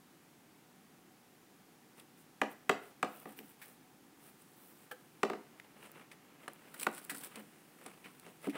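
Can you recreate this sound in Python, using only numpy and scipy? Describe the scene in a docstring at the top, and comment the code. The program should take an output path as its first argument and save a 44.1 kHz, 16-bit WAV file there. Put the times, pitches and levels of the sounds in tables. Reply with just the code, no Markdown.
"""A cat plucking a cardboard box

A cat lying in a box hooks the edge of a flap with its claw; the card snaps back and the box rings. Between the
plucks come close rustles, crackles and ticks from fur, card and handling of the camera, and a tooth tapping the
stiff edge. A quiet, humming room gives back a short echo."""
import sys
import numpy as np
from scipy import signal
from scipy.fft import rfft, irfft, next_fast_len
from scipy.io import wavfile
from scipy.ndimage import uniform_filter1d

SR = 44100
rng = np.random.default_rng(int(sys.argv[2]) if len(sys.argv) > 2 else 0)


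def master(y):
    """Save y as 16-bit WAV."""
    cut = np.clip(np.atleast_2d(y).T, -1, 1)
    pcm = np.round(cut * 32767)  # scale
    wavfile.write(sys.argv[1], SR, pcm.astype(np.int16))


N = 377937


def gain_of(db):
    """Turns decibels into a factor to multiply by."""
    return 10 ** (np.asarray(db) / 20)


def unit_level(x):
    """Scales a sound so that its average level (rms) is 1."""
    return x / np.sqrt(np.mean(x ** 2) + 1e-20)


def value_at(curve, hz):
    """Reads between the points of a curve, with pitch spaced in octaves."""
    points_hz, values = np.transpose(curve)
    return np.interp(np.log(hz + 1), np.log(points_hz + 1), values)


def add(mix, start_s, sound):
    """Mixes a sound in at the given time."""
    part = mix[round(start_s * SR):][:len(sound)]
    part += sound[:len(part)]


def filtered(x, spectrum):
    """Turns each pitch up or down, following (Hz, dB) points."""
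    size = next_fast_len(len(x))
    gains = gain_of(value_at(spectrum, np.fft.rfftfreq(size, 1 / SR)))
    return irfft(rfft(x, size) * gains, size)[:len(x)]


def coloured(x, spectrum):
    """Filters a sound, then scales it to level 1."""
    return unit_level(filtered(x, spectrum))


# Room hum and microphone hiss. Each row: pitch in Hz, relative level in dB.
HUM_SPECTRUM = [(15, -57), (25, -16), (38, -29), (97, -15), (145, -3.5), (200, -2), (301, -2), (560, -13),
                (695, -16.5), (754, -10.5), (1070, -14.5), (1890, -16.5), (4250, -23), (16000, -25.5)]


def room_hum():
    """A steady hum and hiss with one faint, narrow drone."""
    drone = signal.lfilter(*signal.iirpeak(740, 30, SR), rng.standard_normal(N))
    hum = coloured(rng.standard_normal(N), HUM_SPECTRUM)
    return gain_of(-63) * (hum + gain_of(-16) * unit_level(drone))


# How long the room rings. Each row: pitch in Hz, seconds to fade by 60 dB (the "fade time").
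ROOM_FADE = [(200, 0.5), (600, 0.3), (1500, 0.41), (4000, 0.28), (10000, 0.26)]


def room_echo(x, first_echo_s=0.01):
    """Many small echoes come off the walls, each pitch dying at its own speed."""
    echoes = np.zeros(SR // 2)
    slots = np.arange(round(first_echo_s * SR), len(echoes) - 20, 20)
    echoes[slots + rng.integers(0, 20, len(slots))] = rng.choice([-1., 1.], len(slots))
    hz, t, bands = signal.stft(echoes, SR, nperseg=256)
    bands *= gain_of(-60 * t / value_at(ROOM_FADE, hz)[:, None])
    spectrum = rfft(signal.istft(bands, SR, nperseg=256)[1])
    tail = irfft(spectrum / np.sqrt(uniform_filter1d(abs(spectrum) ** 2, size=60)))  # favour no pitch
    return signal.fftconvolve(x, tail / np.linalg.norm(tail))[:N]


# The bright, hissy treble of rustling close to the microphone.
# Each row: pitch in Hz, relative level in dB.
FIZZ_SPECTRUM = [(2000, -20), (3500, -11), (5500, -12), (6900, -16), (7700, -4), (10000, 0), (11200, -11),
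                 (12500, -6), (14800, -2), (15700, -5), (16300, -20)]


def fizz(noise, sheen_hz=11200):
    """Turns noise into a bright fizz in two parts: the treble, and the very high "sheen" above it."""
    whole = coloured(noise, FIZZ_SPECTRUM)
    treble = signal.sosfiltfilt(signal.butter(6, sheen_hz, fs=SR, output="sos"), whole)
    return treble, whole - treble


def grains(per_s, spread_db, fade_s):
    """Rubbing surfaces catch and let go, making little puffs of noise of uneven size."""
    sizes = gain_of(spread_db * np.minimum(rng.exponential(1, N), 4))
    catches = rng.random(N) < per_s / SR
    puffs = signal.lfilter([1], [1, -np.exp(-1 / (fade_s * SR))], sizes * catches)
    return puffs * rng.standard_normal(N)


# The cat shifting its weight. Each row: time in seconds, treble level in dB, body level in dB.
WEIGHT_SHIFTS = [(0, -98, -88), (4.1, -81, -84.5), (4.5, -71, -81), (5.5, -79, -69.5), (6.3, -88, -68.5),
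                 (6.7, -68.5, -63), (7.3, -67, -63), (7.601, -70.5, -69.5), (8.57, -71, -67.5)]
# Close rustles. Each row: start in seconds, length in seconds, treble level in dB,
# sheen in dB compared with the treble, body level in dB.
RUSTLES = [(1.949, 0.087, -65, -4, -66), (2.16, 0.079, -64.5, 0, -84), (2.488, 0.055, -64, 4, -56),
           (2.784, 0.15, -66, 1, -62), (3.04, 0.25, -64.5, 6.5, -63), (3.25, 0.11, -64, 3, -63),
           (3.348, 0.075, -64, 7, -61.5), (3.39, .17, -68, 5, -69.5), (3.564, 0.21, -65.5, 4, -66.5),
           (4.181, 0.15, -62.5, 2, -66), (4.384, 0.053, -67, 2, -68), (4.53, 0.26, -75, 13, -79),
           (4.74, 0.14, -72, 4, -73), (5.758, 0.16, -62.5, -5, -58.5), (5.911, 0.15, -72, -6, -60.5),
           (6.39, 0.08, -71, -2, -66), (6.756, 0.12, -51.5, -2, -56.5), (6.9, 0.11, -56, -6, -70),
           (7.004, 0.075, -59.5, -1, -68), (7.126, 0.099, -53, -3, -72), (7.2, 0.096, -52, 1, -57.5),
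           (7.312, 0.11, -67, -5, -55.5), (7.781, 0.15, -66, -15, -58.5), (7.997, 0.14, -77, -4, -61.5),
           (8.218, 0.1, -69, -7, -58.5), (8.408, 0.087, -61, -4, -52.5), (8.505, 0.23, -58, -12, -41.5)]
# The lower sound, or body, of rubbed card. Each row: pitch in Hz, relative level in dB.
CARD_SPECTRUM = [(88, -40), (150, 8), (270, 2.5), (456, 4.5), (800, -2), (1300, 0.5), (1600, -3),
                 (2000, -2), (2860, -4.5), (6000, -34.5)]


def rustling(catch_db=-68.5):
    """Fur, card and handling of the camera make rustles that swell and fade over a faint stirring."""
    t = np.arange(N) / SR
    times, shift_treble_db, shift_body_db = np.transpose(WEIGHT_SHIFTS)
    treble_gain = gain_of(np.interp(t, times, shift_treble_db))
    body_gain = gain_of(np.interp(t, times, shift_body_db))
    sheen_gain = treble_gain.copy()
    for start, length, treble_db, sheen_db, body_db in RUSTLES:
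        progress = np.arange(0, length, 1 / SR) / length
        up_down = np.interp(progress, [0, 0.57, 1], [0, 1, 0])  # loudest just past halfway
        swell = np.sin(np.pi / 2 * up_down) ** 1.44
        add(treble_gain, start, gain_of(treble_db) * swell)
        add(sheen_gain, start, gain_of(treble_db + sheen_db) * swell)
        add(body_gain, start, gain_of(body_db) * swell)
    fine_grain = unit_level(grains(per_s=2200, spread_db=2.5, fade_s=0.0016))
    jerks = unit_level(grains(per_s=90, spread_db=2.5, fade_s=0.0071))
    prickles = unit_level(grains(per_s=900, spread_db=5.9, fade_s=0.00052))
    drag = fine_grain + 1.06 * jerks
    rough = unit_level(0.5 * drag + prickles)
    # Above catch_db the surfaces catch and crackle; below it they brush smoothly.
    catch = treble_gain / (treble_gain + gain_of(catch_db))
    treble, sheen = fizz((1 - catch) * rng.standard_normal(N) + catch * rough)
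    return treble_gain * treble + sheen_gain * sheen + body_gain * coloured(drag, CARD_SPECTRUM)


# Close crackles. Each row: start in seconds, rasp pitch in Hz, treble level in dB,
# sheen and rasp (both in dB compared with the treble), fade time in seconds.
CLOSE_CRACKLES = [(1.996, 2710, -56, -8, -1, 0.02), (3.388, 2490, -63.5, 17, 16.5, 0.015),
                  (3.615, 1840, -58, 5, 5.5, 0.11), (4.9118, 2630, -54, 4, -1.5, 0.049),
                  (5.597, 1800, -61.5, -16, 16.5, 0.012), (6.114, 2110, -61, -10, 7.5, 0.053),
                  (6.479, 2260, -41.5, -14, -15, 0.013), (6.74, 1430, -53, 1, 2.5, 0.04),
                  (6.796, 3000, -42.5, 1, -10, 0.028), (6.809, 2600, -45, 0, -14, 0.014),
                  (6.8296, 2550, -30.5, -6, -9, 0.011), (6.8673, 3300, -43, 5, 2, 0.0053),
                  (6.977, 1450, -50.5, -2, -2, 0.061), (7.095, 1800, -41, -3, -0.5, 0.079),
                  (7.145, 1490, -46.5, -6, -4, 0.044), (7.234, 1660, -48.5, -3, -5, 0.032),
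                  (7.355, 2330, -49, -7, -4, 0.032), (7.861, 2520, -44.5, -11, -11, 0.017),
                  (8.0405, 2360, -69, -9, 13.5, 0.12), (8.4943, 2380, -57, -2, 5.5, 0.055),
                  (8.549, 2080, -68, -12, 7, 0.038)]


def crackling(rise_s=0.0019):
    """Card and handling of the camera make scratchy bursts that hold for a moment, then stop."""
    mix = np.zeros(N)
    t = np.arange(SR // 5) / SR
    for start, hz, db, sheen_db, rasp_db, fade_s in CLOSE_CRACKLES:
        rise = np.minimum(t / rise_s, 1) ** 2
        fall = gain_of(db - 60 * (np.maximum(t - rise_s, 0) / fade_s) ** 1.42)
        flicker_db = 2.6 * unit_level(uniform_filter1d(rng.standard_normal(len(t)), 30))
        scratch = gain_of(flicker_db) * rng.standard_normal(len(t))
        rasp = coloured(scratch, [(hz / 5, -28), (hz / 1.43, -10), (hz, 0),
                                  (hz * 1.3, -8), (hz * 1.72, -15), (hz * 4, -30)])
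        treble, sheen = fizz(scratch)
        add(mix, start, rise * fall * (treble + gain_of(sheen_db) * sheen + gain_of(rasp_db) * rasp))
    return mix


# Close ticks. Each row: start in seconds, treble level in dB, sheen in dB compared with the treble.
CLOSE_TICKS = [(5.917, -53, 13), (6.534, -47, 3), (6.949, -48, -4), (7.0495, -41, 3), (7.163, -42, -3),
               (7.209, -49, 0), (7.2462, -35.5, -3), (7.25, -43, -3), (8.1973, -41, -9)]


def ticking(fade_s=0.008):
    """Tiny bright ticks come from the card and from handling of the camera."""
    mix = np.zeros(N)
    t = np.arange(SR // 5) / SR
    for start, db, sheen_db in CLOSE_TICKS:
        treble, sheen = fizz(rng.standard_normal(len(t)))
        add(mix, start, gain_of(db - 60 * t / fade_s) * (treble + gain_of(sheen_db) * sheen))
    return mix


# Tones of the card's stiff edge. Each row: pitch in Hz, relative level in dB, fade time in seconds.
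EDGE_TONES = [(501, -6.5, 0.12), (820, -3, 0.025), (1345, -2.5, 0.047), (1610, 4.5, 0.034),
              (3050, -7, 0.013)]


def tooth_tap(build_s=0.0083):
    """A tooth scrapes harder and harder, slides off and drags on faintly; the edge rings roughly."""
    t = np.arange(SR // 5) / SR
    slide_off = gain_of(-60 * (t - build_s) / 0.036)
    drag_on = gain_of(-20.5 - 60 * t / 0.5)
    scrape = np.minimum(t / build_s, slide_off + drag_on) * rng.standard_normal(len(t))
    hz, db, fade_s = np.transpose(EDGE_TONES)[:, :, None]
    tones = gain_of(-60 * t / fade_s) * np.sin(2 * np.pi * hz * t)
    rings = signal.fftconvolve(tones, scrape[None], axes=1)[:, :len(t)]
    rings /= abs(rings).max(1, keepdims=True)
    return (gain_of(db) * rings).sum(0) / 2


# Tones of the box. Each row: pitch in Hz, relative level in dB, fade time in seconds.
# These are starting values: each knock varies them and limits the fade time.
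BOX_TONES = [(216.6, -2, 0.18), (284, 4, 0.054), (337.8, -7, 0.17), (390.3, 2, 0.038), (527, -6.5, 0.067),
             (608.5, -6, 0.067), (768, 2.5, 0.031), (905, -5.5, 0.039), (1219, 2.5, 0.021),
             (1418, -6.5, 0.017), (1994, -10.5, 0.02), (2417, -16, 0.014), (2550, -14.5, 0.014),
             (2960, -19, 0.015)]


def box_ring(t, tilt_db, driven_hz, longest_fade_s=0.1):
    """The panels ring with many tones at once; those near driven_hz sound louder and longer."""
    hz, db, fade_s = np.transpose(BOX_TONES)[:, :, None]
    detune, uneven_db, phase = rng.standard_normal((3, *hz.shape))
    hz = hz * (1 + 0.02 * detune)  # each knock is detuned slightly at random
    driven = np.exp(-(np.log2(hz / driven_hz) / 0.076) ** 2)
    db = db + uneven_db + tilt_db * np.log2(hz / 800) + 9.4 * driven
    fade_s = np.minimum(fade_s * (1 + 0.36 * driven), longest_fade_s)
    rise = 1 - np.exp(-(t * (hz / 1000) ** 0.65 / 0.0017) ** 2)  # bass builds more slowly
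    tones = np.sin(2 * np.pi * hz * t + 0.27 * phase)
    ring = (rise * gain_of(db - 60 * t / fade_s) * tones).sum(0)
    return ring / abs(ring).max()


def knock(tick_db, tilt_db, driven_hz):
    """A tick and a ring, as when the claw slips off and the flap swings back to shake the box."""
    t = np.arange(SR // 5) / SR
    ring = box_ring(t, tilt_db, driven_hz)
    # Countless small tones of the corrugated card merge into a papery crack.
    crack = coloured(rng.standard_normal(len(t)),
                     [(150, 0), (500, -3.5), (1500, 9.5), (3000, -2.5), (6000, -15.5), (9000, -22.5)])
    crack *= np.minimum(t / 0.0018, 1) * gain_of(-10 + 1.3 * tilt_db - 60 * t / 0.029)
    body = ring + crack
    tick = coloured(rng.standard_normal(len(t)), [(2500, -3), (5000, -23), (8000, -7), (14000, -50)])
    tick *= gain_of(-60 * t / 0.018)
    release = np.sin(2 * np.pi * np.minimum(t / 0.00049, 1)) * np.sin(np.pi * np.minimum(t / 0.00027, 1))
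    return body / abs(body).max() + gain_of(tick_db) * (tick + 1.08 * release)


# Claw plucks and bumps on the box. Each row: start in seconds, blow level in dB, tick in dB compared with the
# blow, tilt towards treble in dB per octave, most driven pitch in Hz, echo in dB compared with the blow.
KNOCKS = [(2.414, -15.5, -17.5, 4, 704, -11), (2.6925, -13.5, -11.5, 5.5, 408, -11),
          (3.027, -16.5, -15, 3.5, 690, -11), (3.254, -34.5, -38, -0.4, 485, -7.5),
          (3.383, -46.5, -25, -5, 385, -3.5), (5.23, -17.5, -10.5, 4, 386, -12),
          (5.297, -25.5, -19, 2.1, 391, -10.5), (5.331, -30.5, -32, 2.5, 375, -9.5),
          (6.477, -32.5, -40, 7, 1340, -17), (6.865, -17.5, -22, 4, 1430, -14.5),
          (7.114, -40.5, -20, -2, 293, -9), (7.357, -47, -15, -5.5, 191, -1),
          (7.86, -41, -5, 1.5, 310, -19), (8.263, -45.5, -2, -3, 384, -6),
          (8.468, -28, -28, -5.5, 380, -19), (8.483, -30, -38, -6.5, 294, -18)]
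# What the walls give back of a knock. Each row: pitch in Hz, boost or cut in dB.
ECHO_SPECTRUM = [(270, 2), (700, 5), (1250, -1.5), (2500, -0.5), (5000, 6), (8000, -1.5)]


def knocking(travel_s=0.0015, near_wall_s=0.018, push_s=0.0018):
    """Each blow reaches us through the air, off the walls and, as a faint low push, through the floor."""
    knocks, to_room, floor = np.zeros((3, N))
    push_time = np.arange(SR // 20) / SR / push_s
    push = np.e * push_time * np.exp(-push_time)
    for start, blow_db, tick_db, tilt_db, driven_hz, echo_db in KNOCKS:
        sound = gain_of(blow_db) * knock(tick_db, tilt_db, driven_hz)
        echo = gain_of(echo_db) * filtered(sound, ECHO_SPECTRUM)
        arrival = start + travel_s
        add(knocks, arrival, sound)
        add(knocks, arrival + near_wall_s, gain_of(-4) * echo)  # the nearest wall slaps back
        add(to_room, arrival, echo)
        add(floor, start, gain_of(blow_db - 43) * push)
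    return knocks, to_room, floor


def scene():
    """The knocks and the rustling sound in the room, over its hum."""
    knocks, to_room, floor = knocking()
    rustle = rustling() + crackling() + ticking()
    add(rustle, start_s=4.909, sound=gain_of(-35.5) * tooth_tap())
    mix = knocks + rustle + room_echo(to_room + gain_of(-15.5) * rustle)
    bass_cut = signal.butter(3, 170, "high", fs=SR, output="sos")  # small panels give off little bass
    return (signal.sosfilt(bass_cut, mix) + floor + room_hum())[None]


def record(dry):
    """Cuts away the very highest treble, above 15850 Hz."""
    treble_cut = signal.firwin(511, 15850, window=("kaiser", 9), fs=SR)
    return signal.oaconvolve(dry, treble_cut[None], "same")


dry = scene()
out = record(dry)
master(out)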